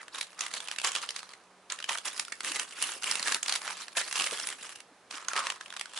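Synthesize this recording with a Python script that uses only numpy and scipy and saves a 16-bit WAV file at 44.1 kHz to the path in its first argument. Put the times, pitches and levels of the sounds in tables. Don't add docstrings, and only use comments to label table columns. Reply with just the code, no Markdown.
import sys
import numpy as np
from scipy import signal
from scipy.fft import rfft, irfft, next_fast_len
from scipy.io import wavfile
from scipy.ndimage import uniform_filter1d, map_coordinates

SR = 44100
rng = np.random.default_rng(int(sys.argv[2]) if len(sys.argv) > 2 else 0)


def voltage_ratio(decibels):
    exponent = np.asarray(decibels, float) / 20
    return 10 ** exponent


def to_wav(sig):
    pcm = np.clip(np.atleast_2d(sig), -1, 1) * 32767
    pcm = np.round(pcm).astype(np.int16)
    wavfile.write(sys.argv[1], SR, pcm.T)


N = 264159

SPLIT_HZ = 2200
TOP_HZ = 11030


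def unit(x):
    return x / np.sqrt(np.mean(x ** 2) + 1e-20)


def along(points, hz):
    f, v = np.transpose(points)
    return np.interp(np.log(hz + 1), np.log(f + 1), v)


def filtered(x, response):
    m = next_fast_len(N + SR // 2)
    return irfft(rfft(x, m) * response(np.fft.rfftfreq(m, 1 / SR)), m)[..., :N]


def resonance(hz, centre_hz, width_hz):
    return 1j * hz * width_hz / (centre_hz ** 2 - hz ** 2 + 1j * hz * width_hz)


def stereo(pair):
    # (frequency [Hz], likeness [ratio])
    alike = [(600, 1.24), (4000, 0.58), (11000, 0.24)]

    def mid_side_gains(hz):
        turn = np.arccos(np.clip(along(alike, hz), 0, 1)) / 2
        return np.array([np.cos(turn), np.sin(turn)])

    mid, side = filtered(pair, mid_side_gains)
    return np.array([mid + side, mid - side])


def room_tone():
    # (frequency [Hz], density [dB per Hz])
    air_colour = [(25, -25), (90, -12), (300, -1.5), (520, 1), (1200, 0.5), (2500, -7.5), (4000, -10.5),
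                  (11000, -16.5)]
    hum_hz, hum_db, air_db = 185, -78.0, -60.0
    noise = rng.standard_normal((2, N))
    air = unit(stereo(filtered(noise, lambda hz: voltage_ratio(along(air_colour, hz)) * (hz < TOP_HZ))))
    t = np.arange(N) / SR
    waver_db = 4.0 * map_coordinates(rng.standard_normal(60), [t * 8])
    hum = voltage_ratio(hum_db + waver_db) * np.sin(2 * np.pi * hum_hz * t)
    return voltage_ratio(air_db) * air + hum


def thumps():
    # (start [s], envelope peak [dB], pitch [Hz])
    bumps = [(2.505, -45, 307), (4.916, -57, 280), (5.136, -52, 293)]
    peak_s = 0.0064
    out, t = np.zeros(N + SR), np.arange(SR // 8) / SR
    envelope = (t / peak_s) * np.exp(1 - t / peak_s)
    for s, db, hz in bumps:
        out[round(s * SR):][:len(t)] += voltage_ratio(db) * np.sin(2 * np.pi * hz * t) * envelope
    return out[:N]


def room(x, count=6):
    # (frequency [Hz], time to fall 60 dB [s])
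    decay = [(300, 0.32), (2000, 0.14), (10000, 0.15)]
    hz, t, z = signal.stft(rng.standard_normal((count, 2, SR // 2)), SR, nperseg=256)
    tails = signal.istft(z * voltage_ratio(-60 * t / along(decay, hz)[:, None]), SR, nperseg=256)[1]
    turn = np.arange(N) // (SR // 12) % count
    wet = 0
    for k, tail in enumerate(tails):
        wet = wet + signal.fftconvolve(x * (turn == k), tail / np.linalg.norm(tail[0]), axes=1)
    return np.pad(wet, ((0, 0), (200, 0)))[:, :N]


def sheet_colour(hz, full_db):
    # (frequency [Hz], density [dB per Hz])
    sheet = [(35, -69), (191, -33), (520, -8.5), (705, -7.5), (1220, -2), (2850, -1), (4800, -3.5),
             (11000, -6), (22000, -120)]
    low_share = 1 / (1 + (hz / SPLIT_HZ) ** 6)
    colour = voltage_ratio(along(sheet, hz))
    low = unit(colour * low_share ** .5)
    high = unit(colour * (1 - low_share) ** .5)
    return np.sqrt(high ** 2 + (voltage_ratio(full_db)[..., None] * low) ** 2)


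def creases(s, db, ring_hz, full_db, ms, ring_db, q, size=1024):
    rise = 0.72
    reach = 7.4
    u = np.arange(size // 2) / SR * 1000 / ms[:, None]
    shape = np.clip(u / rise, 0, 1) * voltage_ratio(db[:, None] - 8.1 * np.clip(u - rise, 0, None) ** 1.6)
    hz, c = np.fft.rfftfreq(size, 1 / SR), ring_hz[:, None]
    panel = 1 + voltage_ratio(ring_db) * resonance(hz, c, c / q)
    colour = sheet_colour(hz, full_db) * panel / np.sqrt(1 + (hz / (reach * c)) ** 2)
    lead = size // 8
    noise = rng.standard_normal((len(s), 2, size // 2)) * shape[:, None]
    noise = np.pad(noise, ((0, 0), (0, 0), (lead, 0)))
    rows = irfft(rfft(noise, size) * colour[:, None], size)
    rows *= (np.linalg.norm(shape, axis=1)[:, None] / np.linalg.norm(rows, axis=2))[..., None]
    at = ((s * SR).astype(int)[:, None] + np.arange(size)).ravel()
    return np.array([np.bincount(at, rows[:, k].ravel(), N + size)[lead:][:N] for k in range(2)])


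def patchy(x, worked_hz, ring_db, q, patchy_db, size=512):
    hz, t, z = signal.stft(x, SR, nperseg=size)
    c = worked_hz[np.minimum((t * SR).astype(int), N - 1)]
    c = c * (1 + 0.01 * map_coordinates(rng.standard_normal(300), [t * 18]))
    field = uniform_filter1d(rng.standard_normal(z.shape[1:]), size=16, axis=0)
    field = unit(uniform_filter1d(field, size=2, axis=1))
    ring = 1 + voltage_ratio(ring_db) * abs(resonance(hz[:, None], c, c / q))
    return signal.istft(z * voltage_ratio(patchy_db * field) * ring, SR, nperseg=size)[1][:, :N]


def handling(t):
    # (start [s], end [s], faint rustle [dB])
    spells = [(0.131, 1.335, -56), (1.70, 4.77, -56), (5.105, 6.0, -55)]
    # (peak [s], rustle [dB], swell [s], hold [s], ring of the panel they work [Hz])
    crushes = [(0.012, -47, .02, .015, 1590), (.145, -41.5, .02, .09, 3930), (0.412, -38, .03, .07, 1183),
               (.535, -38, .015, .045, 4400), (0.62, -45, .05, .04, 3380), (0.713, -40, .03, .018, 2700),
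               (.842, -28, .012, .048, 3130), (0.955, -35, .03, .02, 3030), (1.016, -35, .008, .02, 4530),
               (1.158, -43, .04, .04, 4400), (1.706, -42, .008, .05, 1320), (1.892, -33, .015, .06, 3140),
               (2.053, -31.5, .007, .024, 3520), (2.18, -43, .08, .05, 5050),
               (2.444, -36.5, .015, .085, 2790), (2.549, -34, .015, .018, 2130),
               (2.595, -39, .03, .04, 2760), (2.829, -37, .1, .15, 2860), (3.073, -33, .05, .16, 2840),
               (3.256, -32.5, .03, .11, 1716), (3.483, -36, .04, .085, 4300), (3.659, -37, .08, .07, 832),
               (3.79, -42, .1, .05, 4070), (3.97, -29, .012, .045, 1730), (4.04, -42, .03, .06, 4300),
               (4.16, -33, .07, .065, 2720), (4.238, -32, .02, .035, 2840), (4.331, -36, .05, .2, 3300),
               (4.621, -45.5, .1, .1, 2780), (5.109, -43.5, .008, .11, 1277),
               (5.287, -40, .015, .075, 1380), (5.364, -31, .01, .035, 1255), (5.45, -37, .06, .055, 1014),
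               (5.975, -40, .07, .03, 3320)]
    still_db, settle_db_per_s = -82, 170
    swell_db = 15
    sag_db_per_s, fade_db_per_s = 40, 898.5
    relax_db, relax_db_per_s = 11, 110
    power = np.full(len(t), voltage_ratio(still_db) ** 2)
    for start, end, db in spells:
        power += (t > start) * voltage_ratio(db - settle_db_per_s * np.clip(t - end, 0, None)) ** 2
    strongest, worked_hz = np.zeros(len(t)), np.zeros(len(t))
    for s, db, swell, hold, hz in crushes:
        rising_db = swell_db * np.clip(s - t, 0, None) / swell
        sag_db = sag_db_per_s * np.clip(t - s, 0, hold)
        after = np.clip(t - s - hold, 0, None)
        release_db = np.minimum(fade_db_per_s * after, relax_db_per_s * after + relax_db)
        crush = voltage_ratio(db - rising_db - sag_db - release_db) ** 2
        worked_hz[crush > strongest] = hz
        strongest = np.maximum(strongest, crush)
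        power += crush
    return 10 * np.log10(power), worked_hz


def small_creases(rustle_db, worked_hz, full_db):
    worked_share = .5
    when, size, length, tone, panel = rng.random((1800, 5)).T
    crowd_db = .5 * (rustle_db - rustle_db.mean())
    passed = np.cumsum(voltage_ratio(crowd_db))
    at = np.searchsorted(passed, when * passed[-1]).clip(0, N - 1)
    clump_db = 2.0 * map_coordinates(rng.standard_normal(300), [at * 45 / SR])
    size_db = -5.07 * np.log(1 - 0.84 * size)
    db = (rustle_db - crowd_db / 2)[at] - 3.5 + clump_db + size_db
    near_hz = worked_hz[at] * (1 + 0.33 * (panel - worked_share / 2))
    elsewhere_hz = 1000 * 9.64 ** rng.random(len(at))
    panel_hz = np.where(panel < worked_share, near_hz, elsewhere_hz)
    fat_db = full_db[at] + 15 * (tone - .5)
    return creases(at / SR, db, panel_hz, fat_db, 1.27 + 1.72 * length, ring_db=10.5, q=27.0)


def snaps(t, worked_hz, full_db):
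    # (time [s], nominal peak [dB])
    held = [(0.2093, -18), (0.2269, -28.5), (0.417, -26), (0.4362, -28), (0.5113, -31), (0.5372, -19.5),
            (0.5684, -33), (0.602, -25), (0.6734, -27.5), (0.6826, -24), (0.7126, -19), (0.7604, -28),
            (0.7841, -18), (0.798, -25.5), (0.815, -23), (0.844, -14), (0.9504, -16), (0.9604, -15.5),
            (0.9827, -28), (1.1049, -21), (1.1602, -23), (1.1897, -27), (1.289, -37.5), (1.8004, -28),
            (1.9725, -25.5), (1.9828, -23.5), (2.1765, -27.5), (2.1947, -15.5), (2.2489, -30),
            (2.4455, -21.5), (2.5161, -21.5), (2.5574, -22.5), (2.563, -25), (2.595, -18.5), (2.816, -22.5),
            (3.0322, -22), (3.04, -18), (3.1539, -16.5), (3.2714, -18), (3.2795, -17), (3.3202, -15),
            (3.4801, -18.5), (3.4933, -16), (3.5224, -14), (3.5372, -22), (3.5513, -19.5), (3.5569, -18),
            (3.6153, -28), (3.676, -21.5), (4.0114, -23.5), (4.0764, -28), (4.1103, -25), (4.1249, -20),
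            (4.1546, -20.5), (4.1807, -22), (4.197, -16.5), (4.2074, -18.5), (4.24, -19), (4.3086, -23),
            (4.4874, -22.5), (4.5005, -26), (4.756, -34), (4.802, -34.5), (5.3326, -18.5), (5.3623, -17),
            (5.375, -17), (5.3901, -18), (5.4682, -15.5), (5.52, -27), (5.679, -39), (5.7374, -31.5),
            (5.764, -25), (5.7935, -25.5), (5.8103, -19), (5.9615, -31), (5.9732, -23)]
    # (time [s], nominal peak [dB], ring of their own panel [Hz])
    stray = [(0.0803, -31.5, 1090), (0.1826, -26, 1110), (0.39, -27, 6120), (0.4061, -17, 6640),
             (0.87, -17.5, 7350), (0.4635, -22.5, 2070), (0.917, -22, 7250), (1.089, -19, 4200),
             (1.229, -30, 1300), (1.3343, -32.5, 1930), (1.699, -22.5, 4200), (1.7204, -17.5, 7100),
             (1.7873, -27.5, 2740), (1.8244, -26, 2900), (1.841, -20.5, 3030), (1.89, -18, 1860),
             (2.281, -29.5, 1400), (2.3203, -22, 1870), (2.405, -21.5, 1800), (2.8231, -16.5, 9800),
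             (2.837, -26.5, 7950), (2.917, -28.5, 7040), (3.022, -27.5, 1570), (3.1116, -13.5, 5200),
             (3.194, -22, 4430), (3.2266, -18, 4400), (3.3446, -12, 4170), (3.4275, -18, 7000),
             (3.459, -23.5, 2780), (3.881, -27, 1360), (3.969, -17.5, 3980), (4.2187, -20.5, 5000),
             (4.397, -22.5, 5050), (4.4704, -20, 10000), (4.525, -25.5, 1830), (5.109, -25.5, 4180),
             (5.153, -29.5, 5200), (5.246, -35, 4150), (5.2827, -15.5, 6650), (5.5, -15.5, 2780),
             (5.6083, -27.5, 1620), (5.658, -32.5, 2750), (5.702, -30, 3376), (5.7243, -28.5, 1364),
             (5.7688, -28, 1080), (5.856, -28, 1568)]
    held_ring_db, free_ring_db = 0, 8
    crest_db = 6.5
    s, db, ring_hz = np.transpose([(s, db, worked_hz[round(s * SR)]) for s, db in held] + stray)
    fat_db = np.interp(s, t, full_db) - 2.5 + 1.26 * np.log2(SPLIT_HZ / ring_hz)
    ms = 1.97 + 2.0 * rng.random(len(s))
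    ring_db = np.repeat((held_ring_db, free_ring_db), [len(held), len(stray)])[:, None]
    return creases(s, db - crest_db, ring_hz, fat_db, ms, ring_db=ring_db, q=7)


def paper_hiss(worked_hz, full_db):
    dull, bright = (filtered(rng.standard_normal((2, N)), lambda hz: sheet_colour(hz, np.array(db)))
                    for db in (20., -60.))
    mix = unit(bright) + voltage_ratio(full_db) * unit(dull)
    return patchy(mix, worked_hz, ring_db=3.0, q=36, patchy_db=5.5)


def paper():
    # (time [s], lift of the sheet off the box [0-1], level of the low half of the rustle [dB])
    lift_points = [(0, 0.23, 1), (.2, 0.51, -4), (1.3, 0.24, -3), (1.75, 0.19, -5), (2.15, 0.76, -2.5),
                   (2.8, 0.92, -2), (3.7, 0.5, -3), (4.2, 0.66, -4), (4.75, 0.98, -1), (5.38, 0.14, 0.5),
                   (5.55, 0.33, -3.5), (5.99, 0.32, -5)]
    hollow_ends_db, flex_ends_db = (7.5, -29), (-2.5, 14.5)
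    sheen_hz, sheen_ends_db = 7350, (-6, 6)
    t = np.arange(N) / SR
    rustle_db, worked_hz = handling(t)
    s, *columns = np.transpose(lift_points)
    lift, full_db = (np.interp(t, s, c) for c in columns)
    full_db = full_db + 0.31 * np.log2(SPLIT_HZ / worked_hz)
    hollow_db, flex_db, sheen_db = (np.interp(lift, (0, 1), ends)
                                    for ends in (hollow_ends_db, flex_ends_db, sheen_ends_db))
    small = small_creases(rustle_db, worked_hz, full_db)
    big = snaps(t, worked_hz, full_db)
    rustle = small + voltage_ratio(rustle_db - 9.5) * paper_hiss(worked_hz, full_db)
    direct = rustle + big
    hollow = filtered(voltage_ratio(hollow_db) * rustle, lambda hz: resonance(hz, 1120, 650) ** 2)
    flex = filtered(voltage_ratio(flex_db) * direct, lambda hz: resonance(hz, 178, 228) ** 2)
    top = filtered(direct, lambda hz: 1 / (1 + (sheen_hz / (hz + 1)) ** 4))
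    sheen = (voltage_ratio(sheen_db) - 1) * top
    return stereo(direct + sheen + hollow + flex)


def scene():
    sheet = paper()
    return sheet + voltage_ratio(-10.0) * room(sheet) + thumps() + room_tone()


def top_cut(x):
    return signal.sosfilt(signal.butter(12, 12360, fs=SR, output="sos"), x)


def record(dry):
    # (frequency [Hz], level difference [dB])
    lean = [(350, -2), (2020, -1.5), (11800, -3)]

    def channel_gains(hz):
        return voltage_ratio(along(lean, hz) * np.array([[.5], [-.5]])) * (hz < TOP_HZ)

    return top_cut(filtered(dry, channel_gains))


dry = scene()
out = record(dry)
to_wav(out)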